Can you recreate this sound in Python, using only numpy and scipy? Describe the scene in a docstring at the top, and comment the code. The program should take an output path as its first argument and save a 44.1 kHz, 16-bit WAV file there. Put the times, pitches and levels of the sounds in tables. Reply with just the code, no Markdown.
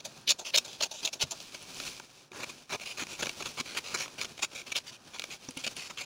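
"""Scissors work quickly along a sheet of pattern paper lying on a table, close to the microphone.
Each blade stroke is a dense crackle of tearing fibres, ringing the blades and shaking the sheet.
Noise bursts make the snaps of the stiff sheet, decaying sines the bright ticks and the table knocks.
Grainy hiss and rumble make the sliding paper; a quiet small room answers over faint air noise.
The microphone's response climbs from 2 to 7 kHz and drops off above that."""
import sys
import numpy as np
from scipy import signal
from scipy.fft import rfft, irfft, next_fast_len
from scipy.io import wavfile
from scipy.ndimage import uniform_filter1d, map_coordinates

SR = 44100
rng = np.random.default_rng(int(sys.argv[2]) if len(sys.argv) > 2 else 0)


def log_audio(samples):
    """Write samples as a 16-bit WAV file to the path given in sys.argv[1]."""
    # one column per channel
    frames = np.atleast_2d(samples).T
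    # limit to full scale, then quantise
    limited = np.clip(frames, -1, 1)
    pcm = np.round(limited * 32767).astype(np.int16)
    wavfile.write(sys.argv[1], SR, pcm)


N = 266805
TURN_S = 1.45  # the edge strip is off and the blades turn into the sheet


def amp(db):
    """Decibels to linear gain."""
    return 10 ** (np.asarray(db) / 20)


def unit(x):
    """Scale to an rms of 1."""
    return x / np.sqrt(np.mean(x ** 2) + 1e-20)


def along(points, hz):
    """Read a (frequency, value) curve on a log frequency axis."""
    f, value = np.transpose(points)
    return np.interp(np.log(hz + 1), np.log(f + 1), value)


def filtered(x, response):
    """Multiply the spectrum of x by a complex response of frequency."""
    m = next_fast_len(N + SR // 2)
    return irfft(rfft(x, m) * response(np.fft.rfftfreq(m, 1 / SR)), m)[:N]


def ringing(x, peaks):
    """Pass x through causal resonances, scaled so that white noise keeps its level."""
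    def response(f):
        total = 0
        for k, (centre, width, db) in enumerate(peaks):
            resonance = 1j * f * width / (centre * centre - f * f + 1j * f * width)
            total = total + (-1) ** k * amp(db) * resonance  # signs alternate
        return unit(np.abs(total)) * np.exp(1j * np.angle(total))
    return filtered(x, response)


def rung(layer, rings):
    """Ring the part before the turn with the first set of peaks, the rest with the second."""
    early = np.arange(N) < TURN_S * SR
    return ringing(layer[:N] * early, rings[0]) + ringing(layer[:N] * ~early, rings[1])


def wobble(rate):
    """A smooth random curve with rate knots a second."""
    knots = rng.standard_normal(int(N * rate / SR) + 4)
    return map_coordinates(knots, [np.arange(N) * rate / SR])


def crackle(rate, spread_db, clump_db):
    """Clumped clicks, rate a second and widely scattered in size, over a little noise; rms 1."""
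    struck = rng.random(N) < rate / SR
    clicks = struck * rng.standard_normal(N) * amp(spread_db * rng.standard_normal(N))
    grit = unit(clicks) + .5 * rng.standard_normal(N)
    grit = unit(grit * amp(clump_db * wobble(300)))
    return unit(np.tanh(grit / 5))  # soft limit on the tallest clicks


# blade strokes, those that follow closely being one cut:
# start_s [s], length_s [s], level_db [dB], sheet_db [dB, sheet relative to the stroke]
STROKES = [(0.0, 0.011, -48.5, -5), (0.274, 0.029, -24, -26), (0.301, 0.021, -23, -13),
           (0.447, 0.059, -40.5, -8.5), (0.538, 0.028, -22, -20), (0.573, 0.016, -21.5, -15),
           (0.676, 0.098, -50.5, -6), (0.805, 0.0092, -30.5, -6.5), (0.821, 0.026, -27, -6.5),
           (0.853, 0.017, -38.5, -2.5), (0.937, 0.071, -47.5, -24), (1.026, 0.02, -39, -3),
           (1.049, 0.014, -28.5, -8), (1.067, 0.026, -41, -1), (1.194, 0.036, -40, -6),
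           (1.211, 0.032, -29.5, -10.5), (1.243, 0.013, -57, 7), (1.542, 0.015, -39.5, -9.5),
           (2.328, 0.069, -52, 3.5), (2.397, 0.03, -43, 3.5), (2.428, 0.017, -35, -5),
           (2.49, 0.018, -42.5, -3), (2.699, 0.031, -38, -2.5), (2.721, 0.039, -34, -3),
           (2.808, 0.033, -40.5, -8), (2.855, 0.075, -39.5, -13.5), (2.972, 0.016, -38, -2.5),
           (2.992, 0.045, -35.5, -2), (3.087, 0.076, -43.5, -12.5), (3.189, 0.024, -34, -2),
           (3.223, 0.017, -30.5, -1), (3.245, 0.013, -37.5, -6), (3.399, 0.018, -38, -2),
           (3.421, 0.0085, -32.5, -3), (3.454, 0.022, -33, -9), (3.571, 0.029, -36, -4.5),
           (3.599, 0.013, -31, -8), (3.655, 0.097, -44.5, -5.5), (3.747, 0.02, -38.5, -4.5),
           (3.769, 0.022, -28.5, -8), (3.838, 0.097, -42.5, -6.5), (3.941, 0.021, -29, -7),
           (3.968, 0.061, -38, -5.5), (3.992, 0.065, -38.5, -11), (4.18, 0.032, -41.5, -4.5),
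           (4.214, 0.022, -35.5, -6.5), (4.245, 0.01, -33.5, -9), (4.39, 0.0098, -39, -5.5),
           (4.421, 0.031, -29, -10), (4.511, 0.028, -47, -4), (4.547, 0.074, -41, -9.5),
           (4.662, 0.025, -45, -6.5), (4.717, 0.011, -29, -11), (4.751, 0.036, -27.5, -14.5),
           (4.863, 0.044, -43, -11), (4.919, 0.048, -49.5, -15.5), (5.133, 0.04, -45, -3.5),
           (5.302, 0.044, -42, -12.5), (5.568, 0.015, -37, -13.5), (5.587, 0.029, -42.5, -10),
           (5.636, 0.019, -35.5, -10.5), (5.663, 0.018, -30.5, -7.5), (5.76, 0.12, -42, -12),
           (5.896, 0.017, -40.5, -2.5), (5.971, 0.033, -40, -4.5), (6.006, 0.018, -35, -4.5),
           (6.027, 0.019, -45, -9)]
PAUSE_S = .022  # a longer pause starts a new cut


def cut_starts():
    """For each stroke, when the cut that it belongs to began."""
    start_s, length_s = np.transpose(STROKES)[:2]
    pause_s = start_s[1:] - (start_s + length_s)[:-1]
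    fresh = np.append(True, pause_s > PAUSE_S)
    return np.maximum.accumulate(start_s * fresh)


# the blades spring open after a trimming cut: start_s [s], level_db [dB]
OPENINGS = [(0.047, -40), (0.386, -43.5), (0.646, -46.5), (0.911, -46.5), (1.128, -37), (1.308, -37)]
# upper over lower rings once a cut reaches the tips: tip_db [dB], trimming then deep in the sheet
TIP_BRIGHTNESS = [-4, -2.5]
HARD_DB = -35.5  # a stroke above this level bites hard
TIP_PER_DB = 0.21  # dB brighter at the tips per dB of hard bite
PIVOT_DB, PIVOT_PER_DB = 1.5, 1.2  # dB duller at the pivot, and dB more per dB of hard bite
SWELL_DB = -3  # level change over a stroke
LEAN = 0.42  # a stroke swells towards a louder one next in the same cut, dB per dB
OPEN_S, OPEN_FADE_DB, OPEN_SHEET_DB = 0.018, -5.5, -14.5  # length, level change, sheet level
OPEN_BRIGHT_DB = 4.5  # upper over lower rings, for openings and flaps
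FLAP_S, FLAP_DB, FLAP_FADE_DB, FLAP_SHEET_DB = .05, -53.5, -6, 4  # the freed strip flaps


def gestures():
    """Rows of start, length [s], level, swell, sheet, tip brightness, pivot dullness [dB], cut start [s]."""
    start_s, length_s, level_db, sheet_db = np.transpose(STROKES)
    began_s = cut_starts()
    same_cut = np.diff(began_s) == 0
    swell_db = SWELL_DB + LEAN * np.append(np.diff(level_db) * same_cut, 0)
    hard = np.clip(level_db - HARD_DB, 0, None)
    pivot_db = PIVOT_DB + PIVOT_PER_DB * hard
    tip_db = np.where(start_s > TURN_S, TIP_BRIGHTNESS[1], TIP_BRIGHTNESS[0]) + TIP_PER_DB * hard
    rows = list(zip(start_s, length_s, level_db, swell_db, sheet_db, tip_db, pivot_db, began_s))
    for at, db in OPENINGS:
        rows.append((at, OPEN_S, db, OPEN_FADE_DB, OPEN_SHEET_DB, OPEN_BRIGHT_DB, 0, at))
        rows.append((at, FLAP_S, FLAP_DB, FLAP_FADE_DB, FLAP_SHEET_DB, OPEN_BRIGHT_DB, 0, at))
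    return rows


# Resonances, one set while trimming the edge and one deep in the sheet:
# centre_hz [Hz], width_hz [Hz], level_db [dB]
DULL_RINGS = [
    [(2535, 385, 6.5), (3080, 1960, 3.5), (4140, 1220, 2)],
    [(2334, 370, 5.5), (2810, 1710, -2)],
]  # blades near the pivot
BRIGHT_RINGS = [
    [(4000, 830, -2), (5990, 1400, 2), (6750, 1430, 2.5), (11200, 4200, -8)],
    [(4490, 1070, 4.5), (6000, 1840, 1), (6815, 1220, 2.5), (9700, 3300, -6)],
]  # blades near the tips
SHEET_RINGS = [
    [(340, 390, -6.5), (641, 100, 4.5), (892, 63, 3), (1310, 800, -12.5)],
    [(234, 450, -5.5), (613, 370, 0.4), (980, 294, 1.27), (1455, 520, -1.5)],
]  # bending paper
ARCH_DB = 9.5  # how strongly mid-stroke stands out: dB per squared fraction of the stroke
CLOSE_S = 0.016  # time for the pivot dullness to fade as the blades close
LEAD_S = .015  # faint lead-in before each stroke


def blades():
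    """Fibres part one after another; the cracks ring the blades and shake the sheet."""
    dull, bright, sheet = np.zeros((3, N + SR))
    fibres = np.pad(crackle(7000, spread_db=3.0, clump_db=2.34), (0, SR))
    lag = np.arange(SR // 50) / SR
    for start_s, length_s, db, swell_db, sheet_db, tip_db, pivot_db, began_s in gestures():
        t = np.arange(round((length_s + .05) * SR)) / SR - LEAD_S
        rise = np.clip(.003 - t, 0, 1) / 0.02
        fall = np.clip(t - length_s + 0.0011, 0, 1) / 0.017
        start, done = round((start_s - LEAD_S) * SR), np.clip(t / length_s, 0, 1)
        arch_db = swell_db * (done - .5) - ARCH_DB * (done - .5) ** 2
        push = amp(-60 * (rise + fall)) * amp(db + arch_db)
        push, start = push[max(-start, 0):], max(start, 0)
        # every stroke is coloured anew by a short random noise tail
        tail = rng.standard_normal(len(lag)) * amp(-60 * lag / 0.011)
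        tail[0] = 10  # the crack itself, heard directly
        tail = tail / np.linalg.norm(tail)
        cracks = signal.fftconvolve(push * fibres[start:][:len(push)], tail)
        # the cut moves from the pivot towards the tips
        since_s = np.clip(start / SR - began_s + np.arange(len(cracks)) / SR, 0, 1)
        bright_db = tip_db - pivot_db * np.exp(-(since_s / CLOSE_S) ** 2)
        share = 1 / (1 + amp(-2 * bright_db))  # share of the power in the upper rings
        dull[start:][:len(cracks)] += np.sqrt(1 - share) * cracks
        bright[start:][:len(cracks)] += np.sqrt(share) * cracks
        sheet[start:][:len(cracks)] += amp(sheet_db) * cracks
    steel = amp(0.28) * rung(dull, DULL_RINGS) + amp(1.0) * rung(bright, BRIGHT_RINGS)
    return steel + amp(-2.0) * rung(sheet, SHEET_RINGS)


# sharp snaps of the creasing sheet:
# start_s [s], level_db [dB, before ringing], sheet_db [dB, low sheet layer relative to the burst]
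SNAPS = [(0.278, -25, -28), (0.2965, -18, -30), (0.5594, -11.5, -23), (0.7297, -34, -29),
         (1.0747, -21, -25), (1.402, -31.5, -12), (1.447, -40.5, -8), (1.8, -21, -11.5),
         (1.876, -28.5, -31), (1.9982, -33.5, 2), (2.3174, -36.5, -8), (2.6937, -36, -3), (2.7971, -31, -9),
         (3.068, -29, -9.5), (3.257, -21, -10), (3.2673, -22, -4.5), (3.2694, -27, 0), (3.293, -18.5, -13),
         (4.0584, -31.5, -2), (4.079, -35, -6), (4.2126, -17.5, -14.5), (4.3778, -30, -13),
         (4.703, -34, -9), (4.802, -38, -11), (5.1788, -42, -25), (5.185, -33, -27), (5.195, -18.5, -18),
         (5.219, -25.5, -14), (5.239, -21, -13.5), (5.428, -43, -27), (5.488, -36, -5),
         (5.5083, -35.5, -19), (5.766, -26, -17)]


def snaps():
    """Each crease gives way in a noise burst of a few milliseconds that rings blades and sheet."""
    crisp, low = np.zeros((2, N + SR))
    t = np.arange(SR // 50) / SR
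    for start_s, db, sheet_db in SNAPS:
        envelope = amp(db - 60 * t / 0.015) * (1 - np.exp(-t / 0.00046))
        burst = envelope * rng.standard_normal(len(t))
        start = round(start_s * SR)
        crisp[start:][:len(t)] += burst
        low[start:][:len(t)] += amp(sheet_db) * burst
    steel = amp(-3) * rung(crisp, DULL_RINGS) + amp(-7.5) * rung(crisp, BRIGHT_RINGS)
    return steel + amp(-0.5) * rung(low, SHEET_RINGS)


# short bright ticks, as of steel on steel:
# start_s [s], level_db [dB], pitch_hz [Hz], t60_s [s, time to fall 60 dB]
PINGS = [(0.213, -44, 9500, .006), (1.626, -30, 10000, 0.0055), (1.746, -38, 7000, .005),
         (1.9984, -30, 6000, 0.0016), (5.1794, -42, 9500, .006), (5.488, -34, 5800, 0.023),
         (5.5085, -33, 9700, .008), (5.574, -24.5, 9800, 0.0069), (5.766, -26, 9700, .008)]


def pings():
    """Each tick is one slightly roughened sine that dies away briefly."""
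    out, t = np.zeros(N + SR), np.arange(SR // 20) / SR
    for start_s, db, hz, t60_s in PINGS:
        noise = uniform_filter1d(rng.standard_normal(len(t)), size=20) * np.sqrt(20)
        rough = 1 + 0.49 * noise
        tick = amp(db - 60 * t / t60_s) * rough * np.sin(2 * np.pi * hz * t)
        out[round(start_s * SR):][:len(t)] += tick
    return out[:N]


# the lower blade and the hand bump the table:
# start_s [s], level_db [dB, nominal], pitch_hz [Hz, nominal, before the sag]
KNOCKS = [(0.275, -45.5, 260), (0.83, -38, 443), (1.236, -32.5, 132), (2.315, -44, 358),
          (2.362, -40.5, 430), (2.391, -40, 502), (2.743, -41, 426), (3.02, -35, 280), (3.411, -38, 378),
          (3.599, -37, 236), (3.933, -41, 193), (5.286, -44, 322), (5.486, -33.5, 261), (5.569, -33, 261),
          (5.664, -39.5, 225)]
# modes of the table top: multiple [of the knock pitch], level_db [dB], t60_s [s]
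TABLE_MODES = [(0.66, -1, 0.085), (0.999, 8, 0.069), (1.9, -4, 0.11), (3.3, -4, 0.06)]


def knocks():
    """A soft blow rings the low modes of the table top at new strengths."""
    out, t = np.zeros(N + SR), np.arange(SR // 5) / SR
    sag = t * (1.05 - 1.4 * t)  # warped time: the pitch sinks as the hand settles
    for start_s, db, hz in KNOCKS:
        ring = 0
        for multiple, level_db, t60_s in TABLE_MODES:
            decay = amp(level_db + rng.normal(0, 0.58) - 60 * t / t60_s)
            ring = ring + decay * np.sin(2 * np.pi * multiple * hz * sag)
        soft_onset = 1 - np.exp(-t / 0.00082)
        out[round(start_s * SR):][:len(t)] += amp(db - 8.5) * ring * soft_onset
    return out[:N]


# the sheet sliding on the table, joined by straight lines: time_s [s], level_db [dB]
SLIDE = [(0.03, -62), (0.11, -57), (0.17, -52), (0.25, -61), (0.62, -51), (0.9, -58.5), (1.02, -52.5),
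         (1.2, -58), (1.4, -49.5), (1.7, -47.5), (1.88, -38.5), (1.97, -49), (2.09, -59), (2.2, -53),
         (2.26, -62.5), (2.3, -66), (2.35, -48.5), (2.55, -51), (2.66, -60), (2.77, -53), (3.3, -47),
         (3.55, -46.5), (3.64, -53), (3.8, -49.5), (4.1, -51.5), (4.28, -50), (4.5, -58.5), (4.7, -51.5),
         (4.84, -55.5), (5.01, -62.5), (5.09, -56), (5.27, -50), (5.5, -55), (5.76, -49.5), (6.0, -56.5)]
# relative spectra of the slide: frequency_hz [Hz], level_db [dB per Hz]
HISS = [(880, -7), (1500, -8), (1980, -9), (2490, 1), (6060, -0.5), (8320, -10.5), (10100, -10),
        (13500, -24.5), (15100, -12.5), (16000, -26)]  # after the microphone
RUMBLE = [(53, -14), (90, -3.5), (160, 0.5), (287, -1.5), (1360, -9), (1900, -8.5), (2470, -34),
          (4180, -120)]  # before the microphone
STILL_DB, STILL_S, AHEAD_S = 2, 0.019, 0.025  # depth, width and lead of each steadying


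def slide():
    """Paper drags in a grainy hiss that also rings the blades; a rumble follows it part way."""
    time_s, hiss_db = np.transpose(SLIDE)
    t = np.arange(N) / SR
    # the sheet is steadied ahead of each cut and each opening
    moments = np.append(np.unique(cut_starts()), np.transpose(OPENINGS)[0])
    still = sum(np.exp(-((t - at + AHEAD_S) / STILL_S) ** 2) for at in moments)
    level_db = np.interp(t, time_s, hiss_db) - STILL_DB * still
    grains = crackle(6000, spread_db=3, clump_db=1.5)
    hiss = unit(filtered(grains, lambda f: amp(along(HISS, f) - along(MICROPHONE, f))))
    hiss = hiss + amp(-17.5) * rung(grains, DULL_RINGS)
    rumble = unit(filtered(rng.standard_normal(N), lambda f: amp(along(RUMBLE, f))))
    flutter = wobble(40)
    rumble_db = -32.0 + 0.49 * level_db + 1.84 * flutter + 1.82 * wobble(6.1)
    return hiss * amp(level_db + 1.9 * flutter) + rumble * amp(rumble_db)


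def room(x):
    """A short diffuse tail of decaying noise, starting 200 samples late."""
    t = np.arange(SR // 4) / SR
    tail = rng.standard_normal(len(t)) * amp(-60 * t / 0.064)
    return signal.fftconvolve(np.pad(x, (200, 0)), tail / np.linalg.norm(tail))[:N]


# relative spectrum of the still air, after the microphone: frequency_hz [Hz], level_db [dB per Hz]
AIR = [(15, -34), (25, 9), (48, -6), (120, -16), (427, -25), (1940, -27), (2480, -26), (5880, 6),
       (13200, -43), (14800, -18), (16000, -15)]


def air():
    """The still air of the room: steady shaped noise, rms 1."""
    noise = rng.standard_normal(N)
    return unit(filtered(noise, lambda f: amp(along(AIR, f) - along(MICROPHONE, f))))


def scene():
    """Everything on the table, its echo and the still air."""
    near = blades() + snaps() + pings() + knocks() + slide()
    return (near + amp(-17.5) * room(near) + amp(-79.5) * air())[None]


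# microphone response: frequency_hz [Hz], gain_db [dB]
MICROPHONE = [(1500, 0), (2000, -5.5), (2350, -1), (7200, 4), (8000, -6), (10500, -6.5), (13500, -14),
              (15000, -4.5)]
TOP_HZ = 15800  # band limit


def record(dry):
    """Microphone colour, then nothing from the band limit up."""
    return filtered(dry[0], lambda f: amp(along(MICROPHONE, f)) * (f < TOP_HZ))[None]


dry = scene()
out = record(dry)
log_audio(out)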